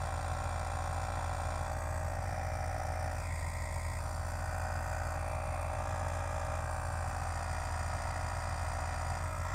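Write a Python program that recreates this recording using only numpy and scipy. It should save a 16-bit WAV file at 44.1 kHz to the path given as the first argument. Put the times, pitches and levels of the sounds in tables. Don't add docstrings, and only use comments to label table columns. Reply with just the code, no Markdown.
import sys
import numpy as np
from scipy import signal
from scipy.fft import rfft, irfft, next_fast_len
from scipy.io import wavfile
from scipy.ndimage import map_coordinates

SR = 44100
rng = np.random.default_rng(int(sys.argv[2]) if len(sys.argv) > 2 else 0)


def transcribe(signal):
    frames = np.atleast_2d(signal).T
    limited = np.clip(frames, -1, 1)
    pcm = np.round(limited * 32767).astype(np.int16)
    wavfile.write(sys.argv[1], SR, pcm)


N = 420713

# reached at t/s, turn into it/s, echo notch f/Hz, then level/dB
POSES = [(0, .1, 2120, -46, -44, -44, -52, -52.5, -60.5, -57, -58, -69),
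         (1.8, 0.24, 2210, -46.5, -47, -45.5, -51.5, -54.5, -70, -57, -62, -66.5),
         (2.35, 0.38, 2550, -45, -44.5, -46.5, -53, -53, -70, -56.5, -59.5, -66),
         (3.3, 0.22, 1560, -50.5, -55.5, -49, -54, -51.5, -66, -55.5, -58, -64.5),
         (4.17, 0.15, 2320, -48.5, -50.5, -46.5, -55.5, -57, -70, -55, -57.5, -66),
         (4.6, 0.57, 2240, -46, -46.5, -45, -48.5, -52.5, -71.5, -55, -57, -65.5),
         (5.3, 0.14, 1920, -46.5, -46.5, -46, -53, -52, -67, -59, -59.5, -69.5),
         (5.9, 0.26, 2110, -45, -46.5, -42, -51.5, -53, -63.5, -57, -59, -69.5),
         (6.85, 0.2, 2100, -48, -45.5, -44, -48.5, -56.5, -70, -57.5, -57.5, -67.5),
         (7.5, 0.94, 2250, -47.5, -46.5, -43.5, -51.5, -52, -65, -54.5, -57, -67),
         (9.35, 0.2, 2270, -48, -62, -45.5, -52.5, -54, -67, -56.5, -59, -66),
         (9.52, 0.18, 2450, -52, -48, -40.5, -54, -50.5, -65, -55, -62, -66)]


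def amp(db):
    return 10 ** (np.asarray(db) / 20)


def rms_one(x):
    return x / np.sqrt(np.mean(x ** 2) + 1e-20)


def between(x, low_hz, high_hz):
    return signal.sosfilt(signal.butter(4, [low_hz, high_hz], "band", fs=SR, output="sos"), x)


def drift(hz):
    r = np.exp(-200 * np.pi * hz / SR)
    slow = signal.lfilter([1], [1, -2 * r, r * r], rng.standard_normal(N // 100 + 2002))[2000:]
    return np.interp(np.arange(N) / 100, np.arange(len(slow)), rms_one(slow))


def cycles(speeds, zero_s):
    hz = np.interp(np.arange(N) / SR, *np.transpose(speeds))
    count = np.cumsum(hz) / SR
    return count - count[round(zero_s * SR)]


def held(columns, quickest_turn_s=.2):
    reached_s, turn_s = np.transpose(POSES)[:2]
    leaves_s = reached_s[1:] - np.maximum(turn_s[1:], quickest_turn_s)
    corners_s = np.sort(np.r_[reached_s, leaves_s])
    return [np.interp(np.arange(N) / SR, corners_s, np.repeat(c, 2)[:-1]) for c in columns]


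def valves(crank, scatter_db=.7, scatter_s=.000025, path_shift_s=.00012):
    # crank/turns, relative level/dB (lowest, low, middle, high, puff), puff decay/s
    blows = [(0, 0, -6, -2, -7, -30, .003), (.04, -25, -25, -20, -10, -1, .004),
             (.16, -20, -10, -6, -5, -4, .003), (.22, -12, 0, -9, -2, -12, .003),
             (.34, -25, -12, -6, -3, -5, .003), (.5, -25, -25, -11, -7, -3, .004),
             (.84, -30, -30, -18, -7, -20, .002)]
    clicks, puffs = np.zeros((4, N)), np.zeros(N)
    strokes = np.arange(-1, int(crank[-1]) + 1)
    shifts = held(path_shift_s * SR * rng.standard_normal((len(POSES), len(blows))).T)
    for shift, (turn, *casing_db, puff_db, decay_s) in zip(shifts, blows):
        timing, force = rng.standard_normal((len(strokes), 2)).T
        at = np.interp(strokes + turn, crank, np.arange(N), left=-N, right=-N) + scatter_s * SR * timing
        at += shift[np.clip(at, 0, N - 1).astype(int)]
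        heard = (at >= 0) & (at < N)
        blow = np.zeros(N)
        blow[at[heard].astype(int)] = amp(scatter_db * force[heard])
        clicks += amp(casing_db)[:, None] * blow
        puffs += amp(puff_db) * signal.lfilter([1], [1, -np.exp(-1 / (decay_s * SR))], blow)
    return [rms_one(c) for c in clicks], puffs


def casing(drive, modes, turn_db):
    out = np.zeros(N)
    facing = held(rng.standard_normal((len(POSES), len(modes))).T)
    for k, (hz, width_hz, level_db) in enumerate(modes):
        r = np.exp(-np.pi * width_hz / SR)
        feedback = [1, -2 * r * np.cos(2 * np.pi * hz / SR), r * r]
        rung = signal.lfilter([1 - r * r, 0, r * r - 1], feedback, drive)
        out += (-1) ** k * amp(level_db + turn_db * facing[k]) * rung
    return rms_one(out)


def ground_echo(x, notch_hz, share=.4):
    late = map_coordinates(x, [np.arange(N) - 1.5 * SR / notch_hz], order=1)
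    return (x + share * late) / np.sqrt(1 + share ** 2)


def whine(crank, gear_teeth=41, pinion_teeth=9, lead_turns=.073):
    # multiple of motor speed, level/dB before load and pose
    partials = [(3, -54), (4, -70.5), (7, -82), (9, -67)]
    motor = 2 * np.pi * (crank * gear_teeth / pinion_teeth + lead_turns)
    load = 1 + .7 * np.cos(2 * np.pi * (crank - .3))
    waver = .5 * drift(8)
    tones = sum(amp(db + 2 * drift(4.2)) * np.sin(k * motor + waver) for k, db in partials)
    return np.sqrt(2) * load * tones


def pump(strokes_per_s=57.155, rise_per_s2=.0215):
    # f/Hz, width/Hz, level/dB within the group
    boom_modes = [(266.4, 52, -10.5), (558.8, 107, -3), (626.5, 52.3, 4)]
    honk_modes = [(716.5, 84.4, 5.3), (823, 143.5, 2)]
    buzz_modes = [(935.4, 48.4, 5.5), (1084, 49, -0.5), (1236, 150, -2.5)]
    rattle_modes = [(1446, 155, -0.25), (1625, 132, -1.75)]
    rasp_modes = [(1850, 200, 0), (2150, 300, -1), (2410, 80, 2.5), (2640, 140, -8)]
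    ring_modes = [(3130, 230, -6), (3440, 100, 6), (3970, 600, -3)]
    hiss_modes = [(4560, 260, 0), (4990, 200, 1), (5400, 220, -1.5), (5900, 240, -1), (6400, 300, -4),
                  (6980, 240, 1), (7470, 260, .5)]
    fizz_modes = [(8130, 486, 0.11), (9007, 620, -0.8)]
    sizzle_modes = [(10030, 630, -5), (12160, 400, 0), (13600, 6200, -14)]
    end_s = N / SR
    crank = cycles([(0, strokes_per_s), (end_s, strokes_per_s + rise_per_s2 * end_s)], zero_s=.0151)
    (lowest, low, middle, high), puffs = valves(crank)
    air = rms_one((puffs + .5) * amp(.8 * drift(120)) * rng.standard_normal(N))
    jets = rms_one((puffs + .12) * amp(2.4 * drift(150)) * rng.standard_normal(N))
    notch_hz, *levels_db = held(np.transpose(POSES)[2:])
    boom_db, honk_db, buzz_db, rattle_db, rasp_db, ring_db, hiss_db, fizz_db, sizzle_db = levels_db
    boom = amp(boom_db) * casing(lowest + .25 * air, boom_modes, turn_db=.6)
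    honk = amp(honk_db) * casing(low + .6 * air, honk_modes, turn_db=.6)
    buzz = amp(buzz_db) * casing(middle + .75 * air, buzz_modes, turn_db=1)
    rattle = amp(rattle_db) * casing(middle + .55 * air, rattle_modes, turn_db=1)
    rasp = amp(rasp_db) * casing(high + 1.4 * air, rasp_modes, turn_db=1)
    ring = amp(ring_db) * casing(.1 * high + air, ring_modes, turn_db=1.5)
    hiss = amp(hiss_db) * casing(.2 * high + air + jets, hiss_modes, turn_db=2.3)
    fizz = amp(fizz_db) * casing(.2 * high + .6 * air + jets, fizz_modes, turn_db=2)
    sizzle = amp(sizzle_db) * casing(.2 * high + jets, sizzle_modes, turn_db=1)
    motor = amp(honk_db - honk_db.mean()) * whine(crank)
    body = boom + honk + ground_echo(buzz - rattle + rasp, notch_hz) + motor
    treble = hiss - fizz + sizzle
    return between(body, 200, 2750) + between(ring, 2750, 4300) + between(treble, 4300, 18000)


def engine(pipe_lag_cycles=.055, uneven_lag_periods=.28):
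    # t/s, four-stroke cycle rate f/Hz
    idle = [(0.0, 7.009), (0.65, 6.936), (1.17, 7.064), (1.85, 6.698), (2.21, 7.335), (2.69, 6.894),
            (3.55, 6.989), (3.93, 6.782), (4.73, 7.129), (4.78, 6.837), (5.7, 6.89), (5.99, 7.279),
            (6.64, 6.756), (7.17, 7.048), (7.64, 6.68), (8.23, 7.053), (8.77, 6.712), (9.54, 7.299)]
    # multiple of the cycle rate (6 and 12 are the firing beat), mean level/dB
    exhaust = [(3, -66), (6, -45), (8, -68), (9, -54), (10, -63), (11, -60), (12, -39.5), (13, -62),
               (14, -53), (15, -55), (16, -56), (17, -61), (18, -53), (20, -59), (21, -59), (22, -62),
               (23, -65), (24, -65), (26, -69), (30, -69)]
    cylinders = [1.5, -2, .9, .5, .6, -1.5]
    cycle = cycles(idle, zero_s=.0087)
    pattern = np.angle(np.fft.fft(amp(cylinders)))
    out = np.zeros(N)
    for order, level_db in exhaust:
        uneven = order % 6 > 0
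        gain = amp(level_db + (.3 + .7 * uneven) * drift(4))
        lag = pipe_lag_cycles * max(order - 12, 0) + uneven * uneven_lag_periods
        out -= np.sqrt(2) * gain * np.cos(2 * np.pi * (order * cycle - lag) + pattern[order % 6])
    return out


def street_rumble(level_db=-47.5):
    # f/Hz, relative level/dB
    spectrum = [(10, -11), (22, -40), (33, -21), (80, -2), (150, -13), (250, -20), (420, -29), (800, -13)]
    points_hz, points_db = np.transpose(spectrum)
    size = next_fast_len(N)
    hz = np.fft.rfftfreq(size, 1 / SR)
    shape = amp(np.interp(np.log(hz + 1), np.log(points_hz), points_db, right=-80))
    noise = irfft(rfft(rng.standard_normal(size)) * shape, size)[:N]
    return amp(level_db) * rms_one(noise)


def scene():
    return (pump() + engine() + street_rumble())[None]


def record(dry, cutoff_hz=15800):
    return signal.sosfilt(signal.ellip(12, .5, 70, cutoff_hz, fs=SR, output="sos"), dry)


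dry = scene()
out = record(dry)
transcribe(out)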